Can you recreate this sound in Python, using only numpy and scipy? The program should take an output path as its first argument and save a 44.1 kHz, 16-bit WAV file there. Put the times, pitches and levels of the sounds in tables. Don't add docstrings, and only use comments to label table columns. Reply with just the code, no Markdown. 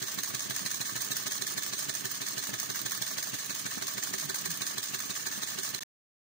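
import sys
import numpy as np
from scipy import signal
from scipy.io import wavfile
from scipy.ndimage import uniform_filter1d

SR = 44100
rng = np.random.default_rng(int(sys.argv[2]) if len(sys.argv) > 2 else 0)


def generate_wav(sig):
    pcm = np.round(np.clip(np.atleast_2d(sig).T, -1, 1) * 32767).astype(np.int16)
    wavfile.write(sys.argv[1], SR, pcm)


def invert_db(x):
    u = np.asarray(x, float) / 20
    return 10 ** u


N = 276462
T = np.arange(N) / SR
TAPS = 2048
HZ = np.fft.rfftfreq(TAPS, 1 / SR)
PORT_LAG = 43
USUAL_SPEED, TURNS = 6.25, 37


def evened(x):
    return x / np.sqrt(np.mean(x ** 2, axis=-1, keepdims=True) + 1e-20)


def peaks(modes):
    return np.sqrt(sum(invert_db(2 * db) / (1 + (2 * (HZ - hz) / width) ** 2) ** 1.24 for hz, width, db in modes))


def colour(x, gain):
    log_gain = np.log(np.maximum(np.r_[gain, gain[-2:0:-1]], 1e-5))
    taps = np.fft.ifft(np.exp(np.conj(signal.hilbert(log_gain)))).real
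    return signal.oaconvolve(x, taps / np.linalg.norm(taps))[:N]


def colour_ports(drive, gains):
    right = np.linalg.norm(gains[1])
    return np.array([colour(x, g) * np.linalg.norm(g) / right for x, g in zip(drive, gains)])


def after(events, shape):
    return signal.oaconvolve(events, shape)[:N]


def spikes(s, db):
    out = np.zeros(N)
    out[np.round(np.clip(s, 0, 6) * SR).astype(int)] = invert_db(db)
    return out


def pair(same, grain_db, per_s):
    grains = invert_db(grain_db * evened(uniform_filter1d(rng.standard_normal(N), int(SR / per_s))))
    a, b = evened(rng.standard_normal((2, N)) * grains)
    return np.array([a, same * np.roll(a, PORT_LAG) + np.sqrt(1 - same ** 2) * b])


def lagged(x):
    return np.array([x, np.roll(x, PORT_LAG)])


def pan(db):
    return invert_db(db * np.array([[.5], [-.5]]))


# (t/s, speed/turns per s)
SPEED = [(0, 6.775), (.13, 6.047), (.75, 6.624), (1.28, 6.581), (1.51, 6.346), (2.1, 6.248), (2.16, 6.034),
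         (2.4, 6.195), (3.08, 6.285), (3.28, 6.178), (4.21, 6.388), (4.23, 6.18), (4.45, 6.295),
         (4.84, 6.011), (4.87, 6.168), (5.88, 6.327)]


def crank():
    speed = np.interp(T, *np.transpose(SPEED))
    return speed, -.187 + np.cumsum(speed) / SR


def once_a_turn(share):
    return np.interp(np.arange(TURNS) + share, crank()[1], T)


# (f/Hz, width/Hz, left level/dB, right level/dB)
FRAME = [(626.6, 86, -8.5, -1), (885, 86, -6, -11.5), (1144, 110, -6.5, 2), (1257, 50, 0, 2),
         (1541, 218, -5, 3.5), (1754, 144, 1, 4.5), (2220, 470, -2.5, -8.5)]


def frame(drive, low_db, deep_db):
    lift = invert_db(low_db * (abs(HZ - 1200) < 200) + deep_db * (HZ < 990))
    gains = [peaks([(hz, w, row[c]) for hz, w, *row in FRAME]) * lift for c in range(2)]
    return colour_ports(drive, gains)


# (f/Hz, width/Hz, level/dB)
PLATES = [(4150, 1300, 0.5), (6200, 200, -3.5), (6490, 780, 5), (7550, 900, -9.5)]
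# (f/Hz, level/dB)
LEFT_PORT = [(700, -2), (2700, -3), (3300, -4), (5100, -1.5), (6400, -1.5), (7800, -10), (8800, -4),
             (9500, -13), (10200, -11.5), (11400, -15), (12200, -26), (13200, -22), (13900, -27),
             (14900, -12), (15500, -25)]
RIGHT_PORT = [(700, 1), (2500, -4.5), (3300, -0.5), (5100, -2.5), (6400, 0.5), (7300, -1.5), (8800, -1.5),
              (9500, 2), (10200, -19), (11400, -3), (12300, -12.5), (13300, -19.5), (13900, -12.5),
              (14600, 3.5), (15500, 4.5)]


def plates(drive, tilt_db, ring_db):
    ring = np.hypot(1, peaks(PLATES)) * invert_db(tilt_db * np.log2((HZ + 1) / 6000))
    ring = ring / np.hypot(1, (3400 / (HZ + 1)) ** 3)
    ring = ring * invert_db(ring_db / (1 + ((HZ - 4050) / 220) ** 2))
    gains = []
    for port in (LEFT_PORT, RIGHT_PORT):
        hz, db = np.transpose(port)
        gains.append(ring * invert_db(np.interp(np.log(HZ + 1), np.log(hz), db)))
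    return colour_ports(drive, gains)


# (share of turn, frame level/dB, hiss level/dB, rumble level/dB)
SLIDE = [(0, -41, -35, -56.5), (.08, -46, -35.5, -51.5), (0.188, -49.5, -41.5, -51.5),
         (.255, -48, -38, -52), (.285, -46, -33.5, -54), (.32, -46, -36.5, -55.5), (.36, -44.5, -34, -56),
         (.41, -45, -36, -51), (.47, -46.5, -35.5, -50), (.52, -45, -36.5, -51), (.57, -47.5, -37.5, -52),
         (.62, -46, -36, -50.5), (.68, -46.5, -37, -47), (0.742, -44.5, -37, -49.5), (.84, -51, -42, -45.5),
         (0.909, -45, -41, -63), (0.942, -40, -35.5, -58), (1.0, -44, -30.5, -41.5)]
# (f/Hz, width/Hz, level/dB)
BENCH = [(122, 47, -4), (165, 67, -14.5), (202.6, 13, 2.5), (283.3, 31, -3), (392, 182, -8.5)]


def slide():
    speed, turns = crank()
    share, *columns = np.transpose(SLIDE)
    frame_db, hiss_db, rumble_db = (np.interp(turns % 1, share, c) for c in columns)
    hiss_db = hiss_db + 2.5 * (speed - USUAL_SPEED)
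    rumble_db = rumble_db + 1.5 * (speed - USUAL_SPEED)
    rub = frame(lagged(invert_db(frame_db)) * pair(0.68, 1.3, 120), -0.13, 0.1)
    hiss = plates(lagged(invert_db(hiss_db + 4)) * pair(0.07, 1.5, 200), 0.2, 0.26)
    rumble = [colour(x, peaks(BENCH)) for x in lagged(invert_db(rumble_db)) * pair(0.9, 1.4, 86)]
    return rub + hiss + rumble * invert_db(np.array([[-3.0], [1.5]]))


# (f/Hz, width/Hz, level/dB)
BURNERS = [(2890, 1300, 0), (4580, 380, -3)]


def burners():
    away = (crank()[1] - 0.95 + .5) % 1 - .5
    flare = invert_db(-52 + 7.5 * np.exp(-.5 * (away / .05) ** 2))
    return np.array([colour(x, peaks(BURNERS)) for x in flare * pair(.2, 1.9, 300)])


# (t/s, pop level/dB, cavity ring level/dB, bench thud level/dB)
VACUUM = [(0, -34.5, -44, -43.5), (1.05, -33, -58.5, -39), (1.4, -35.5, -48, -49), (2.75, -35, -48, -38),
          (3.35, -37, -79.5, -43.5), (3.65, -35.5, -55, -41), (3.85, -39, -44, -46),
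          (5.05, -37.5, -48.5, -46.5), (5.35, -46, -46, -62), (5.8, -36, -43, -42)]
# (t/s, pop level/dB)
BACK_POPS = [
    (0.4584, -40),
    (0.6117, -39),
    (2.4901, -36),
    (3.7732, -33),
    (4.2465, -43),
    (5.0979, -42),
    (5.3774, -35),
]


def gulps():
    s = once_a_turn(-.069)
    when, pop_db, ring_db, thud_db = np.transpose(VACUUM)
    back_s, back_db = np.transpose(BACK_POPS)
    wobble = rng.standard_normal((len(s), 4))
    pop_wobble_db = 1.2 * wobble[:, 2]
    pop_db = np.interp(s, when, pop_db) + pop_wobble_db
    thud_db = np.interp(s, when, thud_db) + pop_wobble_db
    ring_db = np.interp(s, when, ring_db) + 2.2 * wobble[:, 3]
    gulp = spikes(s, pop_db) + spikes(back_s, back_db)
    knock = spikes(s + .015 + .0002 * wobble[:, 0], -39.5 + 1.5 * wobble[:, 1])

    t = np.arange(0, .08, 1 / SR)
    rebound = .55 * np.exp(-.5 * ((t - .0036) / .0006) ** 2)
    suction = rebound - 1.25 * np.exp(-.5 * ((t - .002) / .00042) ** 2)
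    thud = (t > .002) * invert_db(-60 * t / 0.14) * np.sin(2 * np.pi * 120 * (t - .0022))
    back_thud = (t > .002) * invert_db(-60 * t / 0.081) * np.sin(2 * np.pi * 203 * (t - .0022))
    ring = (1 - np.exp(-t / 0.0041)) * invert_db(-60 * t / 0.12) * np.sin(2 * np.pi * 385 * t)

    air = after(gulp + knock, suction) + after(spikes(s, thud_db), thud)
    air = air + after(spikes(back_s, back_db), back_thud)
    air = np.roll(air, -round(.002 * SR))
    cavity = after(spikes(s + .003, ring_db + 5.5), ring)
    return np.array([air + cavity, np.roll(invert_db(0.5) * air + invert_db(6.5) * cavity, PORT_LAG + 10)])


def rattle(hold, t60):
    t = np.arange(0, .07, 1 / SR)
    late = np.maximum(t - hold, 0)
    return np.minimum(t / .0004, 1) * (0.34 * np.exp(-late / 0.0014) + 0.45 * invert_db(-60 * late / t60))


def strike(rows, hold, t60, knock_pan_db, tick_pan_db, tilt_db, low_db, deep_db, ring_db):
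    s, knock_db, tick_db = np.transpose(rows)
    shape = rattle(hold, t60)
    knock = lagged(after(spikes(s - .003, knock_db + 1.5), shape)) * pair(0.83, 0.48, 800)
    knock = knock + lagged(spikes(s - .0028, knock_db + 13))
    tick = lagged(after(spikes(s - .0027, tick_db + 4), shape)) * pair(0.35, 0.98, 1200)
    tick = tick + lagged(spikes(s - .0022, tick_db + 2))
    return frame(knock * pan(knock_pan_db), low_db, deep_db) + plates(tick * pan(tick_pan_db), tilt_db, ring_db)


def strike_rows(listed, share, scatter_s, knock_db, tick_db, scatter_db):
    rows = [0, knock_db, tick_db] + rng.standard_normal((TURNS, 3)) * [scatter_s, scatter_db, scatter_db]
    rows[:, 0] += once_a_turn(share)
    rows[abs(rows[:, :1] - np.transpose(listed)[0]).argmin(axis=0)] = listed
    return rows


# (share of turn, scatter/s, frame knock level/dB, valve tick level/dB, scatter/dB)
STRIKE_PLACE = [
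    (0.001, 0.00031, -36.5, -32.5, 1.5),
    (.288, 0.0015, -54, -50, 18),
    (.357, .001, -40.5, -29, 0),
    (.567, 0.0012, -38.5, -27.5, 3),
    (.718, .0015, -56, -29.5, -0.5),
]
# (hold/s, rattle t60/s, knock L-R/dB, tick L-R/dB, tick tilt/dB per octave,
# low knock level/dB, deep knock level/dB, 4 kHz ring level/dB)
STRIKE_KIND = [
    (0.0029, 0.077, -0.5, -5.5, -1.5, -4.5, -0.5, 10),
    (0.004, 0.038, 0, 2, 3, -15.5, -7.5, 2.5),
    (0.0023, 0.069, -1.5, -2, 2, 1, -2.5, -6.5),
    (0.002, 0.077, 1, 1.5, 3, 6.5, 4.5, -2.5),
    (0.0004, 0.03, -6, -14, 8, 3, 6, 11.5),
]
# (t/s, frame knock level/dB, valve tick level/dB)
SHUTS = [(.1883, -35, -28.5), (.35, -37, -32.5), (.5091, -31, -33.5), (.6637, -33, -29),
         (1.118, -33.5, -27), (1.4219, -37.5, -28), (1.8966, -34, -28), (2.8631, -33.5, -30.5),
         (3.0236, -36.5, -29.5), (3.1839, -36, -30), (3.3436, -39, -38), (3.9817, -33.5, -36),
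         (4.141, -33, -33), (4.299, -32, -34), (4.4587, -33.5, -27.5), (4.783, -35.5, -29),
         (4.9471, -35, -31), (5.1077, -47, -35), (5.2689, -31.5, -30.5), (5.7472, -36, -30.5),
         (0.028, -36.5, -36), (0.8156, -36, -30), (0.9648, -33, -35), (1.2696, -35, -32.5),
         (1.5817, -34, -30), (1.7358, -36, -32.5), (2.0556, -34, -31), (2.2188, -35, -34.5),
         (2.3808, -37, -32), (2.541, -33, -35), (2.7015, -39.5, -35), (3.5064, -36, -34),
         (3.6648, -35, -35), (3.8246, -34, -32), (4.6207, -32, -28.5), (5.4319, -38.5, -32),
         (5.5875, -38, -32.5)]
LIFTS = [(.5526, -51, -36.5), (0.7063, -39, -29), (.8558, -38, -48), (1.0075, -38.5, -32),
         (1.16, -36, -32), (1.3116, -39, -27.5), (1.469, -37, -25), (1.6224, -38, -30.5),
         (2.103, -50, -46), (2.267, -42.5, -26), (2.5905, -37.5, -62), (2.91, -38, -29),
         (3.069, -36, -34), (3.388, -39.5, -37), (3.551, -38, -31), (3.8703, -46, -27),
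         (4.029, -35.5, -38), (4.185, -42, -26.5), (4.3453, -31, -26), (4.668, -36, -26),
         (5.634, -39, -26.5), (0.0751, -45, -32), (0.2347, -38, -22), (0.396, -39, -37),
         (1.7822, -41, -31), (1.9408, -46, -31.5), (2.4281, -43, -30), (2.7487, -38, -33),
         (3.2276, -38.5, -26), (3.7119, -39.5, -33), (4.5055, -37, -26), (4.8298, -39, -38),
         (4.9915, -43, -31), (5.1537, -40, -33), (5.3156, -48, -36), (5.4747, -40, -34)]
DROPS = [(.5644, -32.5, -24.5), (.7152, -36, -22.5), (.866, -59.5, -34), (1.0197, -40, -24.5),
         (1.1689, -35, -22.5), (2.1162, -37.5, -25), (2.2767, -38.5, -42), (2.9204, -31, -24.5),
         (3.3978, -50, -56), (3.5615, -44, -39), (3.7222, -36, -50), (3.8813, -34.5, -24.5),
         (4.1985, -39.5, -27), (4.3605, -41.5, -27), (4.5158, -40, -27), (5.004, -36, -28.5),
         (5.1647, -36.5, -39), (5.6495, -38.5, -27.5), (0.0834, -38, -29.5), (0.2444, -38, -30),
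         (0.4058, -41, -29.5), (1.3215, -36.5, -23.5), (1.4771, -40.5, -24.5), (1.6343, -45.5, -26),
         (1.7915, -38, -23.5), (1.9523, -39.5, -24), (2.4388, -35, -30), (2.6005, -40, -24),
         (2.759, -34.5, -25.5), (3.079, -40.5, -27.5), (3.2384, -43, -30.5), (4.0375, -40, -22),
         (4.6767, -42, -28), (4.8397, -50, -27), (5.3271, -36.5, -32.5), (5.4872, -42, -29)]
SLACKS = [(0.2776, -41, -26), (.4397, -60, -52), (0.896, -35.5, -39), (1.2, -36.5, -28),
          (1.6656, -34.5, -25), (1.827, -36, -26), (1.9874, -48.5, -32), (2.6314, -36.5, -25),
          (2.7935, -38, -51), (3.4348, -44, -55), (3.756, -62.5, -30), (4.073, -34.5, -25.5),
          (4.2303, -34, -28.5), (4.389, -46.5, -25.5), (4.551, -39.5, -45), (4.876, -58, -42),
          (5.038, -43, -44), (0.1183, -39.5, -25.5), (0.594, -35.5, -26), (0.7454, -39, -25),
          (1.0483, -40, -25.5), (1.3551, -38.5, -26), (1.5104, -36, -26.5), (2.1479, -44.5, -27.5),
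          (2.3106, -41.5, -27.5), (2.4723, -38, -26.5), (2.9511, -37, -24.5), (3.113, -36, -27),
          (3.2729, -34.5, -26.5), (3.5961, -38.5, -27), (3.9128, -40.5, -30), (4.7101, -34.5, -28.5),
          (5.1983, -41.5, -29), (5.3607, -40.5, -31.5), (5.5189, -40.5, -28.5), (5.6781, -40, -28)]
SPRINGS = [(.144, -55, -27), (.4633, -42, -40.5), (0.618, -49, -34.5), (.7703, -61, -62),
           (.9237, -47, -48), (1.539, -72, -26.5), (1.854, -60.5, -41), (2.1705, -64, -37),
           (2.335, -45, -44), (2.4946, -40, -27), (2.817, -53, -26), (2.977, -53.5, -28),
           (3.782, -35.5, -28), (5.386, -41, -36.5), (5.7052, -61, -28)]


def strikes():
    listed_strikes = (SHUTS, LIFTS, DROPS, SLACKS, SPRINGS)
    out = np.zeros((2, N))
    for listed, place, kind in zip(listed_strikes, STRIKE_PLACE, STRIKE_KIND):
        out += strike(strike_rows(listed, *place), *kind)
    return out


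FIN_HZ = [409, 3526, 3576, 3816, 5305, 5960, 6725, 7348]
# (t60/s, level at valve shut/dB, at cam lift/dB, at rod slack/dB, L-R/dB)
FINS = [(0.2, -55.5, -71.5, -72, 0.5), (.5, -55, -64.5, -63.5, -16), (0.55, -53.5, -64.5, -64, 3.5),
        (.25, -58, -65.5, -67, 4.5), (.3, -59, -53.5, -60, -2.5), (.25, -52.5, -54, -53.5, 1.5),
        (.2, -56.5, -56.5, -58, 1), (0.36, -58, -54.5, -57.5, -4)]


def fins():
    out = np.zeros((2, N))
    places = [(once_a_turn(STRIKE_PLACE[kind][0]) * SR).astype(int) for kind in (0, 1, 3)]
    for hz, (t60, *levels_db, pan_db) in zip(FIN_HZ, FINS):
        kicks = np.zeros(N, complex)
        for at, db in zip(places, levels_db):
            strength = invert_db(db + 3.4 * rng.standard_normal(TURNS))
            kicks[at] = strength * np.exp(2j * np.pi * rng.random(TURNS))
        pole = invert_db(-60 / (t60 * SR)) * np.exp(2j * np.pi * hz / SR)
        out += lagged(signal.lfilter([1], [1, -pole], kicks).real) * pan(pan_db)
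    return out


# (t/s, level/dB, L-R/dB)
LOOSE = [(0.2896, -27, -3), (0.426, -26, 2.5), (0.5, -22.5, -3), (0.5833, -26.5, -12.5),
         (1.011, -28.5, -10), (1.124, -39, -6), (1.2737, -27.5, 6), (1.2797, -26, -8), (1.501, -28.5, -13),
         (1.5201, -24.5, -4.5), (1.6795, -25.5, -14), (1.7401, -38, -8), (1.8433, -29, -13),
         (2.107, -33, -10), (2.285, -21.5, -6), (2.897, -25.5, -8.5), (3.065, -24, -8), (3.1243, -33, -11),
         (3.9887, -38.5, -10), (4.146, -27, -5), (4.3538, -27.5, 2.5), (4.461, -39.5, -5.5),
         (4.629, -34, 0), (5.3493, -42, 8), (5.3773, -27.5, 2), (5.435, -24.5, -9), (5.5325, -33, -6),
         (5.654, -25.5, -9), (5.6905, -28, -9)]


def loose():
    s, db, pan_db = np.transpose(LOOSE)
    shape = rattle(0.0045, 0.027)
    left = after(spikes(s - 0.0055, db + pan_db), shape)
    right = after(spikes(s - 0.0011, db), shape)
    return plates(np.array([left, right]) * pair(0.33, 2.0, 1200), 2.1, -1.5)


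# (t/s, f/Hz, level/dB)
FLUTTER = [
    [(4.2, 115.7, -81), (4.245, 165, -41), (4.28, 130, -47), (4.31, 114, -41)],
    [(4.45, 128.9, -60), (4.5, 177, -41), (4.54, 141, -51), (4.58, 110, -81.5)],
]


def flutter():
    out = np.zeros(N)
    for gust in FLUTTER:
        s, hz, db = np.transpose(gust)
        inside = (T > s[0]) & (T < s[-1])
        tone = np.sin(2 * np.pi * np.cumsum(np.interp(T, s, hz)) / SR)
        out += inside * invert_db(np.interp(T, s, db) + 2) * tone
    return lagged(out)


def scene():
    return strikes() + loose() + slide() + fins() + burners() + gulps() + flutter()


# (f/Hz, left share, right share)
DROPPED = [(2000, 0, 0), (2700, .3, .36), (3100, .12, .14), (3350, .22, .22), (3550, .05, .05),
           (3700, .3, .3), (3900, .03, .03), (4900, .03, .03), (5150, .2, .25), (5300, .02, .02),
           (9800, .08, .02), (10300, .5, .85), (10700, .2, .05), (11800, .6, .12), (12500, .88, .5),
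           (13300, .85, .93), (13800, .7, .5), (14100, .6, .03), (15000, .25, 0)]


def drop_weak_bands(x):
    lead, bins = 741, 8
    z = signal.stft(np.pad(x, ((0, 0), (lead, 0))), nperseg=TAPS)[2]
    start = np.arange(0, len(HZ), bins)
    band = np.add.reduceat(abs(z) ** 2, start, axis=1) + 1e-20
    margin = band / uniform_filter1d(band, size=15, axis=1) ** 0.98
    margin = margin / margin.mean(axis=2, keepdims=True)
    margin = margin + margin[::-1] * 0.38
    rank = margin.argsort(axis=2).argsort(axis=2) / margin.shape[2]
    hz, *shares = np.transpose(DROPPED)
    gain = [np.where(r < np.interp(HZ[start], hz, s)[:, None], .003, 1) for r, s in zip(rank, shares)]
    waver_db = 2.2 * rng.standard_normal(rank.shape) * (HZ[start] > 2200)[:, None]
    gain = np.repeat(gain * invert_db(waver_db), bins, axis=1)[:, :len(HZ)]
    return signal.istft(z * gain, nperseg=TAPS)[1][:, lead:lead + N]


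def band_limit(x):
    return signal.sosfilt(signal.butter(12, 16890, fs=SR, output="sos"), x)


def record(dry):
    cut_s, repeat_s, end_s = 5.7925, 5.8073, 5.8342
    x = signal.sosfiltfilt(signal.butter(2, 100, "high", fs=SR, output="sos"), dry * np.minimum(T / 0.002, 1))
    x = x + invert_db(-78.5) * evened(signal.lfilter([1], [1, -.99], rng.standard_normal((2, N))))
    x = signal.oaconvolve(x, signal.firwin(511, 15620, window=("kaiser", 9), fs=SR)[None], "same")
    x = drop_weak_bands(x)
    scrap = np.roll(x, round((end_s - cut_s) * SR), axis=1)
    x = x * (T < cut_s) + scrap * (T > repeat_s) * (T < end_s)
    x = signal.oaconvolve(x, signal.firwin(63, 16200, fs=SR)[None], "same")
    return band_limit(x)


dry = scene()
out = record(dry)
generate_wav(out)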